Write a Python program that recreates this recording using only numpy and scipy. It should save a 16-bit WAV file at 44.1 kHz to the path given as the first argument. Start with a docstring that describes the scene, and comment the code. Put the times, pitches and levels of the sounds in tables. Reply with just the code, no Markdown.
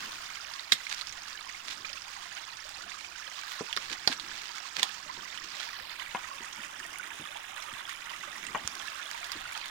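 """A shallow stream trickles over stones in a leafy gully: countless small bubbles ring in the riffles,
each a pocket of air resonating against the water around it. Steps thud, rustle wet leaves, snap twigs
and knock loose stones, and in the second half a dog noses through the leaves. All is heard at the two
microphone ports of a hand-held camera: the left faces away from the water and lies in acoustic shadow,
while a finger slides over the right and cancels a moving band of the water's treble."""
import sys
import numpy as np
from scipy import signal
from scipy.fft import irfft
from scipy.io import wavfile

SR = 44100
rng = np.random.default_rng(int(sys.argv[2]) if len(sys.argv) > 2 else 0)


def materialize(psi):
    """Save the field psi as 16-bit PCM at rate SR to the path in sys.argv[1].

    A 1-D psi becomes a single channel; in a 2-D psi each row is a channel.
    """
    bounded = np.clip(np.atleast_2d(psi).T, -1, 1)
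    quanta = np.round(bounded * 32767).astype(np.int16)
    wavfile.write(sys.argv[1], SR, quanta)


N = 427769
TIME = np.arange(N) / SR
PORT_DELAY_S = .00059  # lag of the left port behind the right

# Spectrum of running water. Each row: frequency in Hz, relative level in dB.
WATER_SPECTRUM = [(250, -3), (450, -8.5), (650, -8), (900, -3), (1200, -0.5), (2000, -1.5), (2800, -3),
                  (3700, -5), (5000, -5), (6500, -9.5), (8500, -19.5), (11000, -25.5), (15000, -24.5)]
# The camera is carried up the bed, closer to the riffles.
# Each row: time in seconds, relative water level in dB, extra gain at the left port in dB.
WATER_LEVELS = [(0.0, -42.5, 8.5), (0.45, -42.5, -1), (1.4, -42.5, -2), (3.15, -43, -4.5), (4.3, -41.5, -1),
                (5.05, -41.5, -6), (5.7, -41, -1.5), (8.2, -40.5, -2), (9.7, -38.5, 0.5)]
# Acoustic shadow at the left port. Each row: frequency in Hz, relative gain in dB.
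LEFT_SHADOW = [(200, -2), (450, -7), (900, -6), (1300, -6.5), (2200, -13), (3700, -11.5), (5000, -12.5),
               (6500, -15), (8500, -8), (11000, -6), (15000, -1)]
# Likeness of the water at the two ports. Each row: frequency in Hz, coherence from 0 to 1.
PORT_COHERENCE = [(200, 0), (600, 0.6), (1300, 0), (1900, 1), (2600, 0.33), (3500, 0.53), (6000, 0),
                  (10000, 0)]
# The finger slides over the right port and stays. Each row: time in seconds, notch frequency in Hz,
# notch depth scale in dB, gain of the water's top treble at both ports in dB.
FINGER_PATH = [(0, 12000, -0.5, 2.5), (3.3, 11600, -6, 4.5), (5.5, 10000, -4, 2.5), (5.8, 6450, -9, 3),
               (6.3, 4100, -5, 0.5), (7.0, 4300, -10, 0), (7.6, 4700, -10, 1), (8.15, 4560, -8.5, 0.5),
               (8.8, 4540, -4.5, 1), (9.7, 5300, -8, -2.5)]
# Near splashes. Each row: start in seconds, relative level in dB, bubble pitch in Hz.
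NEAR_SPLASHES = [(0.5364, -17.5, 4900), (0.595, -20.5, 3950), (0.8673, -18.5, 2240), (0.895, -18.5, 6300),
                 (0.9963, -25, 3800), (1.012, -16, 4240), (1.071, -17.5, 5170), (1.094, -23, 5600),
                 (1.1253, -22, 6450), (1.496, -23, 2000), (1.9305, -21, 4860), (2.0197, -24, 5140),
                 (2.5705, -27, 5600), (2.918, -22, 2240), (4.198, -14.5, 3940), (5.3754, -17, 3140),
                 (5.799, -22, 1730), (5.997, -17.5, 2980), (6.528, -21, 6100), (6.931, -28, 5700),
                 (7.6235, -20.5, 5300), (8.467, -20, 7600)]
# Single bubbles that ring clear of the rest. Each row: start in seconds, level in dB, pitch in Hz.
CLEAR_BUBBLES = [(0.37, -28, 2110), (1.547, -28, 2100), (1.847, -22.5, 2310), (2.163, -34, 996),
                 (2.383, -30, 2740), (2.652, -39, 590), (2.807, -36, 1360), (3.045, -27, 2380),
                 (3.154, -34, 1500), (3.387, -32, 1096), (5.098, -26.5, 996), (5.208, -30, 3060),
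                 (5.597, -25.5, 3050), (6.313, -27, 1050), (6.8, -28.5, 1680), (7.273, -29, 3340),
                 (7.36, -30.5, 830), (7.808, -33, 1025), (7.853, -26.5, 3190), (8.355, -31, 2000),
                 (8.879, -28, 1680), (9.061, -26.5, 3200), (9.145, -29.5, 905), (9.23, -26, 2210),
                 (9.454, -27, 1400)]
# Twigs breaking. Each row: start in seconds, relative level in dB, pitch in Hz, 60 dB decay time of
# the tearing in seconds, left-port gain in dB, treble gain in dB, level of the woody ring in dB.
TWIG_SNAPS = [(0.7193, -21, 3670, 0.039, 12.5, -6, -30), (0.722, -9, 3840, 0.042, -7, 2, 1),
              (0.7312, -26, 3930, 0.045, 8, 14, -12), (3.728, -21, 3200, 0.027, -5, -1, -20),
              (3.765, -18.5, 3820, 0.023, -15, 0, -10), (3.773, -18, 1190, 0.02, 1.5, -10, -21),
              (4.0752, -10.5, 4130, 0.03, 0, -0.5, -18), (4.8302, -9, 3680, 0.02, -2, 3.5, -15)]
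# Spectrum of breaking wood. Each row: frequency in Hz, relative level in dB.
WOOD_SPECTRUM = [(100, -43), (600, -11.5), (1300, -8), (1900, 3.5), (2600, 1), (3700, -9.5), (5200, 0),
                 (6500, -5.5), (8200, -9.5), (11000, -19), (16000, -27)]
# Bending modes of a twig. Each row: ratio to its pitch, level in dB, 60 dB decay time in seconds.
BENDING_MODES = [(0.99, 1, 0.031), (.55, -5, 0.023)]
# Wet leaves pressed and brushed. Each row: middle in seconds, nominal length in seconds,
# relative level in dB, crisp swish relative to that level in dB.
LEAF_RUSTLES = [(0.01, 0.15, -35, -20), (0.914, 0.056, -30, -27), (0.986, 0.12, -35, -28),
                (1.712, 0.076, -28.5, -22), (3.394, 0.11, -36.5, -15), (3.524, 0.13, -34, -9),
                (3.843, 0.08, -33.5, -27), (3.923, 0.061, -27, -21), (4.121, 0.061, -26.5, -24),
                (4.407, 0.35, -37, -17), (4.797, 0.098, -26, -20), (5.604, 0.27, -33.5, -22),
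                (9.243, 0.1, -46, -13)]
# Spectrum of wet leaves, also used for spray. Each row: frequency in Hz, relative level in dB.
WET_SPECTRUM = [(150, -14), (500, -6), (1000, 7), (1800, 11), (4000, 12.5), (6500, 4.5), (10000, -4.5),
                (16000, -23)]
# Spectrum of the swish of drier leaves. Each row: frequency in Hz, relative level in dB.
SWISH_SPECTRUM = [(3000, -27), (8000, 18), (16000, 5)]
# Soft footfalls. Each row: time in seconds, relative level in dB, pitch in Hz,
# 60 dB decay time in seconds, share of hollow ring from 0 to 1.
FOOTFALLS = [(0.719, -42.5, 210, 0.11, 0.1), (3.608, -32, 270, 0.065, .1), (3.769, -37.5, 390, 0.068, 0.3),
             (3.908, -42.5, 307, 0.13, 0.3), (4.075, -19.5, 220, 0.024, 0), (4.101, -30, 268, 0.05, 0.8),
             (4.779, -42.5, 375, 0.14, 0), (5.176, -46.5, 332, .09, 0), (6.407, -46.5, 302, 0.11, 0),
             (6.585, -42, 220, .08, 0.38), (7.199, -39.5, 200, 0.12, 0), (7.729, -47, 179, .09, 0.1),
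             (8.645, -41, 125, 0.13, 0), (9.354, -43, 292, 0.12, 0)]
# Loose stones knocking, some rocking back a moment later.
# Each row: start in seconds, relative level in dB, pitch factor, left-port gain in dB.
STONE_KNOCKS = [(3.609, -32, 0.43, -3), (4.0758, -28, 0.78, -4), (4.119, -31, 1.53, -3),
                (4.829, -31, 0.95, -3.5), (6.1486, -27, 0.92, 0.5), (6.154, -39, 1.02, 3),
                (8.5486, -29, 1.02, 4.5), (8.555, -32.5, 0.81, 3.5)]
# Modes of a stone. Each row: base frequency in Hz, relative level in dB, 60 dB decay time in seconds.
STONE_MODES = [(241, -10, 0.05), (590, -13.5, 0.058), (843, -12.5, 0.057), (1073, 5, 0.046),
               (1536, -4, 0.035), (1826, -5, 0.053), (2325, -3, 0.046), (2750, -6, 0.042)]
# Spectrum of grit between stones. Each row: base frequency in Hz, relative level in dB.
GRIT_SPECTRUM = [(60, -35), (140, -29), (240, -11), (350, 0), (500, -21.5), (800, 11), (1200, 4.5),
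                 (2400, -7), (3600, -30), (8000, -47)]
# Dry leaves and stalks cracking.
# Each row: start in seconds, peak level in dB, pitch in Hz, 60 dB decay time in seconds.
LEAF_CRACKS = [(0.9465, -22.5, 5300, .012), (1.348, -41, 6500, .012), (2.692, -26, 4760, 0.011),
               (4.892, -25, 2600, 0.012), (6.794, -28, 5840, 0.045), (6.985, -24, 10200, 0.016),
               (7.727, -33.5, 8500, 0.053), (7.893, -23.5, 2600, .03), (8.1625, -35, 1840, 0.0066),
               (8.208, -32, 3000, 0.0037), (8.4896, -33, 2000, .004), (8.6758, -10, 5870, 0.0088),
               (8.752, -24.5, 5500, .02), (8.873, -28, 4500, 0.023), (9.1133, -17.5, 1800, 0.0055),
               (9.225, -39, 8900, 0.017), (9.243, -23, 4200, 0.032), (9.318, -19, 4600, 0.026),
               (9.458, -43, 2000, 0.0072), (9.576, -22.5, 4950, 0.017), (9.6583, -23.5, 3820, .015)]
# Spectrum of those cracks. Each row: frequency in Hz, relative level in dB.
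DRY_LEAF_SPECTRUM = [(200, -22), (1200, -2), (4000, 0), (8000, -4), (11000, -10), (16000, -17)]
# The dog comes nearer. Each row: time in seconds, level of its crackling in dB.
DOG_LEVELS = [(5.5, -70), (6.4, -59), (7.7, -57), (8.3, -61), (9.1, -58), (9.7, -57)]
# Spectrum of leaves under its paws. Each row: frequency in Hz, relative level in dB.
PAW_SPECTRUM = [(500, -25), (3000, -3), (4300, -10), (5800, 0), (8000, -3), (10000, -3), (12000, -12),
                (16000, -17)]
# Spectrum of air and handling on the camera body. Each row: frequency in Hz, relative level in dB.
HANDLING_SPECTRUM = [(15, 11), (30, 0.5), (50, 3.5), (80, 4), (120, -1), (170, -3.5), (260, -21),
                     (500, -33), (2000, -59)]
# The hand shifts its grip. Each row: middle in seconds, nominal length in seconds, level in dB.
GRIP_SHIFTS = [(1.135, 0.1, -58), (1.42, 0.47, -71), (9.402, 0.19, -64)]
# Spectrum of a low hollow murmur. 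Each row: frequency in Hz, relative level in dB.
MURMUR_SPECTRUM = [(60, -21), (150, 1.5), (210, 4), (270, 4), (340, 6.5), (420, -0.5), (600, -11.5),
                   (2000, -49)]
# The murmur swells now and then, often with the steps.
# Each row: middle in seconds, nominal length in seconds, level in dB.
MURMUR_SWELLS = [(0.0, 0.44, -63), (1.735, 0.24, -65), (2.86, 0.15, -63.5), (4.21, 0.42, -61.5),
                 (5.25, 1, -69), (6.89, 1, -66.5), (8.51, 0.65, -60.5)]


def stream(level_db=1, low_cut_hz=330):
    """Partial coherence: direct water sound reaches both ports, sound scattered by the banks the left."""
    hz, t, (direct, banks) = signal.stft(np.array([trickle(), trickle()]), SR, nperseg=512)
    hz = hz[:, None]
    flow_db, left_db = follow(WATER_LEVELS, t)
    *_, fizz_db = follow(FINGER_PATH, t)
    treble = np.clip((hz - 6000) / 4500, 0, 1)
    water = unit_rms(gain(spectrum_at(WATER_SPECTRUM, hz))) * gain(level_db + flow_db + fizz_db * treble)
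    coherence = np.clip(spectrum_at(PORT_COHERENCE, hz), 0, 1)
    delay = np.exp(-2j * np.pi * hz * PORT_DELAY_S)
    left = coherence * direct * delay + np.sqrt(1 - coherence ** 2) * banks
    left *= gain(spectrum_at(LEFT_SHADOW, hz) + left_db)
    right = direct * gain(finger_notch_db(hz, t))
    low_cut = hz ** 2 / (hz ** 2 + low_cut_hz ** 2)
    return signal.istft(np.array([left, right]) * water * low_cut, SR, nperseg=512)[1][:, :N]


def trickle(wash_db=-3, spatter_db=-3, ticks_db=-16):
    """Incoherent sum: bubbles, wavelets, tiny bursting drops and the wash of far riffles add in power."""
    drops = impulses(450, 1.9, 4.9)
    ticks = unit_rms(colour(drops, [(300, -15), (2500, -4), (8000, -14), (16000, -15)]))
    wash = gain(wash_db) * rng.standard_normal(N)
    return unit_rms(bubble_cloud() + gain(spatter_db) * spatter() + gain(ticks_db) * ticks + wash)


def bubble_cloud(per_s=95, cycles=38, damped_hz=9000, gurgles_per_s=11, gurgle_s=.018, gurgle_share=.3):
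    """Resonance rises as size falls: big bubbles are fewer and ring longer, the tiniest only tick."""
    out = np.zeros(N + SR)
    gurgles = rng.random(int(gurgles_per_s * N / SR)) * N  # moments where bubbles bunch
    for hz in np.geomspace(560, 13000, 22):
        ring_scale = 1 / (1 + (hz / damped_hz) ** 4)
        shapes = [bubble(hz * (1 + 0.033 * k), ring_scale * cycles * 1.183 ** k / hz, rise=0.024)
                  for k in range(-2, 3)]
        count = int(per_s * min(hz / 1500, 1.2) ** 1.3 * N / SR) + 1
        when, variant, sign, size, bunched, lag = rng.random((2000, 6))[:count].T
        in_gurgle = gurgles[(when * len(gurgles)).astype(int)] - np.log(lag + 1e-6) * gurgle_s * SR
        starts = np.where(bunched < gurgle_share, in_gurgle, when * N).astype(int)
        spread_db = np.interp(hz, [2200, 4000], [4, 3.5])
        heights = unit_rms(gain(spread_db * np.minimum(-np.log(size + 1e-12), 4.31)))
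        heights *= np.sign(sign - .5)
        heights *= hz / np.sqrt(ring_scale * count)  # brief rings need more height for equal energy
        for at, kind, height in zip(starts, (variant * len(shapes)).astype(int), heights):
            out[at:at + len(shapes[kind])] += height * shapes[kind]
    return unit_rms(out[:N])


def bubble(hz, t60, rise=0.048):
    """A damped oscillator: trapped air rings and dies, its pitch rising as it nears the surface."""
    t = np.arange(int(t60 * SR) + 2) / SR
    envelope = gain(-60 * t / t60) * (1 - np.exp(-t * hz))
    return envelope * np.sin(2 * np.pi * hz * t * (1 + rise * t / t60))


def spatter():
    """Impact noise: wavelets slap the stones in puffs of spray that start at once and fade quickly."""
    slaps = noise_bursts(per_s=110, spread_db=1.5, cap=3.2, fade_s=0.012)
    return unit_rms(colour(slaps, [(300, -21), (1200, 0), (3000, 1.5), (7000, 6), (16000, -0.5)]))


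def splashes(cycles=22, bubble_db=-0.5, spray_db=-13, spray_t60=0.044, pan_db=-16.5):
    """Air entrainment: a drop slaps the surface, throws a little spray and traps a ringing bubble."""
    out, t = np.zeros((2, N)), np.arange(4096) / SR
    for start, db, hz in NEAR_SPLASHES + drips():
        slap = rng.standard_normal(len(t)) * gain(-60 * t / spray_t60)
        spray = colour(slap, WET_SPECTRUM, hz, peak_db=12, octaves=0.32)
        add(out, start, ports(gain(db + spray_db) * spray, pan_db))
        add(out, start, ports(gain(db + bubble_db) * bubble(hz, cycles / hz), pan_db))
    return out


def drips(per_s=3, level_db=-29, spread_db=1, low_hz=1380, high_hz=5500):
    """Independent random events: small splashes, each with its own start, level and pitch."""
    when, strength, pitch = rng.random((200, 3))[:int(per_s * N / SR)].T
    levels_db = level_db + spread_db * (2 * strength - 1)
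    return list(zip(when * N / SR, levels_db, low_hz * (high_hz / low_hz) ** pitch))


def plops(cycles=60, pan_db=-7):
    """Constant Q: single bubbles ring for the same number of cycles, so the big, low ones last longer."""
    out = np.zeros((2, N))
    for start, db, hz in CLEAR_BUBBLES:
        add(out, start, ports(gain(db) * bubble(hz, cycles / hz, rise=0.16), pan_db))
    return out


def twig_snaps(crack_db=11, fibres_db=-3, tail_db=-25, splinters_db=-19, splinter_t60=0.11):
    """Brittle fracture: a sharp break, tearing fibres and late splinters, while bending modes ring."""
    out, t = np.zeros((2, N)), np.arange(8192) / SR
    for start, db, hz, t60, pan_db, treble_db, ring_db in TWIG_SNAPS:
        tearing = gain(fibres_db - 60 * t / t60) + gain(tail_db - 60 * t / (3 * t60))
        splinters = unit_rms(impulses(500, 2.4, 3)[:len(t)]) * gain(splinters_db - 60 * t / splinter_t60)
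        force = (tearing + splinters) * rng.standard_normal(len(t))
        force[0] += gain(crack_db)
        wood = [(f, level + treble_db * (f > 6000)) for f, level in WOOD_SPECTRUM]
        crack = colour(force, wood, hz, peak_db=18, octaves=0.32)
        ring = gain(ring_db) * modal_ring(BENDING_MODES, hz, t)
        add(out, start, shadowed_ports(gain(db) * (crack + ring), pan_db))
    return out


def rustles(level_db=-5.5, hiss_db=-3, clump_db=3, pan_db=-3):
    """Friction noise: leaves crackle in loose clumps under each step; drier ones add a crisp swish."""
    pressure = sum(gain(db) * swell(s, length) for s, length, db, _ in LEAF_RUSTLES)
    crispness = sum(gain(db + crisp_db) * swell(s, length) for s, length, db, crisp_db in LEAF_RUSTLES)
    clumps = unit_rms(gain(clump_db * wander(44, 130)))
    sides = []
    for _ in range(2):
        ticks = unit_rms(impulses(1500, 4.6, 5.1) * rng.choice([-1, 1], N))
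        crackle = (ticks + gain(hiss_db) * rng.standard_normal(N)) * clumps
        wet, crisp = colour(crackle, WET_SPECTRUM), colour(crackle, SWISH_SPECTRUM)
        sides.append(pressure * wet + crispness * crisp)
    left, right = sides
    return gain(level_db) * np.array([gain(pan_db) * colour(left, LEFT_SHADOW), right])


def footfalls(level_db=-1, attack_s=0.0028):
    """Damped impact: soft ground gives a dull push, with a low resonance where it is hollow."""
    out, t = np.zeros((2, N)), np.arange(SR // 2) / SR
    for start, db, hz, t60, hollow in FOOTFALLS:
        ground = signal.butter(2, [hz * 0.49, hz * 1.36], "band", fs=SR, output="sos")
        earth = unit_rms(signal.sosfilt(ground, rng.standard_normal(len(t))))
        note = unit_rms(np.sin(2 * np.pi * hz * t))
        push = gain(db + level_db - 60 * t / t60) * (1 - np.exp(-t / attack_s))
        thud = push * unit_rms((1 - hollow) * earth + hollow * note)
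        add(out, start - attack_s, ports(thud, pan_db=0, delay_s=0))
    return out


def stone_knocks(ring_db=-2, grind_db=-6, grind_t60=0.14, low_cut_hz=180):
    """Impact excites modes: a stone tips onto its neighbour, rings and grinds briefly into place."""
    out, t = np.zeros((2, N)), np.arange(8192) / SR
    for start, db, pitch, pan_db in STONE_KNOCKS:
        ring = gain(ring_db) * modal_ring(STONE_MODES, pitch, t)
        grinding = rng.standard_normal((2, len(t))) * gain(grind_db - 60 * t / grind_t60)
        grit = np.array([colour(side, np.array(GRIT_SPECTRUM) * [pitch, 1]) for side in grinding])
        add(out, start, gain([[db + pan_db], [db]]) * (ring + grit))
    return signal.sosfilt(signal.butter(2, low_cut_hz, "high", fs=SR, output="sos"), out)


def leaf_cracks(crack_db=9, pan_db=-3):
    """A brief force has a broad spectrum: a dry leaf gives way with a bright tick and a short crumble."""
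    out, t = np.zeros((2, N)), np.arange(4096) / SR
    for start, db, hz, t60 in LEAF_CRACKS:
        force = rng.standard_normal(len(t)) * gain(-60 * t / t60)
        force[0] = gain(crack_db)
        tick = colour(force, DRY_LEAF_SPECTRUM, hz, peak_db=10, octaves=0.45)
        add(out, start, shadowed_ports(gain(db) * tick / abs(tick).max(), pan_db))
    return out


def dog_paws(clump_db=3, pan_db=-2):
    """Many small fractures: leaves break under the dog in clumps of tiny crisp ticks."""
    ticks = colour(noise_bursts(per_s=70, spread_db=3, cap=1.47, fade_s=.0015), PAW_SPECTRUM)
    clumps = gain(clump_db * wander(5.3, 9.4))
    level_db, = follow(DOG_LEVELS, TIME)
    return shadowed_ports(unit_rms(ticks * clumps) * gain(level_db), pan_db)


def rumble(spectrum, swells, rest_db, lumpy_db=2.5):
    """Amplitude-modulated noise: a lumpy low bed that swells now and then, alike at both ports."""
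    level = gain(rest_db) + sum(gain(db) * swell(s, length) for s, length, db in swells)
    noise = unit_rms(colour(rng.standard_normal(N), spectrum))
    return noise * level * gain(-lumpy_db * wander(0.42, 16))


def gully_echo(x, t60=.15, wet_db=-19, echoes_per_s=2500):
    """Diffuse reflection: banks and trunks return a short, thin echo, different at each port."""
    t = np.arange(SR // 2) / SR
    taps = rng.standard_normal((2, len(t))) * (rng.random((2, len(t))) < echoes_per_s / SR) * (t > .004)
    taps = signal.lfilter([1], [1, -.5], taps * gain(-60 * t / t60))
    return gain(wet_db) * signal.fftconvolve(x, taps / np.linalg.norm(taps[0]), axes=1)[:, :N]


def finger_notch_db(hz, t):
    """Interference: the finger's reflection cancels one band and lifts another about an octave up."""
    notch_hz, depth_db, _ = follow(FINGER_PATH, t)
    octaves = np.log2((hz + 1) / notch_hz)
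    skirt = hump(octaves, np.where(octaves < 0, 0.24, 0.55))  # steeper on the low side
    core = .45 * hump(octaves, .09)
    lift = .42 * hump(octaves - np.log2(2.2), .22)
    return depth_db * (skirt + core - lift)


def ports(x, pan_db, delay_s=PORT_DELAY_S):
    """Path difference: the left port hears a sound delay_s after the right, with a gain of pan_db."""
    late = np.r_[np.zeros(round(delay_s * SR)), x][:len(x)]
    return np.array([gain(pan_db) * late, x])


def shadowed_ports(x, pan_db):
    """Acoustic shadow: a near sound is coloured on its way to the left port."""
    left, right = ports(x, pan_db)
    return np.array([colour(left, LEFT_SHADOW), right])


def modal_ring(modes, pitch, t):
    """Free vibration: a sum of decaying sines, their frequencies multiplied by pitch."""
    return sum(gain(db - 60 * t / t60) * np.sin(2 * np.pi * f * pitch * t) for f, db, t60 in modes)


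def impulses(per_s, spread_db, cap):
    """A Poisson process: many small impulses and a few large, up to cap times spread_db."""
    chance, size = rng.random(N), np.zeros(N)
    hit = chance < per_s / SR
    size[hit] = gain(spread_db * np.minimum(-np.log(chance[hit] * SR / per_s + 1e-12), cap))
    return size


def noise_bursts(per_s, spread_db, cap, fade_s):
    """Exponential decay: each random impulse starts a puff of noise with time constant fade_s."""
    envelope = signal.lfilter([1], [1, -np.exp(-1 / (fade_s * SR))], impulses(per_s, spread_db, cap))
    return envelope * rng.standard_normal(N)


def wander(slow_hz, fast_hz, size=4096):
    """Pink fluctuation of rms 1: equal power in each octave between two rates."""
    hz = np.arange(1, size + 1) * SR / N
    shape = 1 / np.sqrt(hz * (1 + (slow_hz / hz) ** 4) * (1 + (hz / fast_hz) ** 4))
    slow = irfft(np.r_[0, shape * (rng.standard_normal(size) + 1j * rng.standard_normal(size))])
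    return unit_rms(np.interp(np.linspace(0, len(slow), N), np.arange(len(slow)), slow))


def colour(x, spectrum, peak_hz=1000, peak_db=0, octaves=.3):
    """Minimum-phase filtering at unit energy: a spectrum with one optional resonant hump."""
    hz = np.fft.rfftfreq(2048, 1 / SR)
    db = spectrum_at(spectrum, hz) + peak_db * hump(np.log2((hz + 1) / peak_hz), octaves)
    log_gain = np.log(gain(np.r_[db, db[-2:0:-1]]))
    taps = np.fft.ifft(np.exp(signal.hilbert(log_gain).conj())).real
    return signal.oaconvolve(x, taps / np.linalg.norm(taps))[:len(x)]


def swell(middle_s, length_s):
    """A Gaussian envelope: a smooth rise and fall of height 1."""
    return np.exp(-np.minimum(2 * np.pi * ((TIME - middle_s) / length_s) ** 2, 20))


def hump(offset, width):
    """A Gaussian bell that falls to 1/e at one width."""
    return np.exp(-(offset / width) ** 2)


def spectrum_at(points, hz):
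    """Interpolation on a log-frequency axis."""
    f, value = np.transpose(points)
    return np.interp(np.log(hz + 1), np.log(f + 1), value)


def follow(rows, t):
    """Linear interpolation of every column at the times t."""
    times, *columns = np.transpose(rows)
    return [np.interp(t, times, column) for column in columns]


def gain(db):
    """Decibels as an amplitude ratio."""
    return 10 ** (np.asarray(db) / 20)


def unit_rms(x):
    """Normalisation to an rms of 1."""
    return x / np.sqrt(np.mean(x ** 2) + 1e-20)


def add(mix, start_s, sound):
    """Superposition: a two-channel sound joins the mix at start_s."""
    part = mix[:, max(round(start_s * SR), 0):][:, :sound.shape[1]]
    part += sound[:, :part.shape[1]]


def scene():
    """Sound pressures add: the stream, leaves, near impacts with their echo, and two low beds."""
    impacts = twig_snaps() + leaf_cracks() + dog_paws() + stone_knocks() + footfalls()
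    impacts += splashes() + plops()
    water = stream()
    handling = rumble(HANDLING_SPECTRUM, GRIP_SHIFTS, rest_db=-68)
    murmur = rumble(MURMUR_SPECTRUM, MURMUR_SWELLS, rest_db=-74)
    return water + rustles() + impacts + gully_echo(impacts) + handling + murmur


def record(dry, edge_hz=16000):
    """Limiting: the signal is held within full scale, then low-pass filtered."""
    low_pass = signal.firwin(511, edge_hz, window=("kaiser", 9), fs=SR)
    return signal.oaconvolve(np.clip(dry, -1, 1), low_pass[None], "same")


dry = scene()
out = record(dry)
materialize(out)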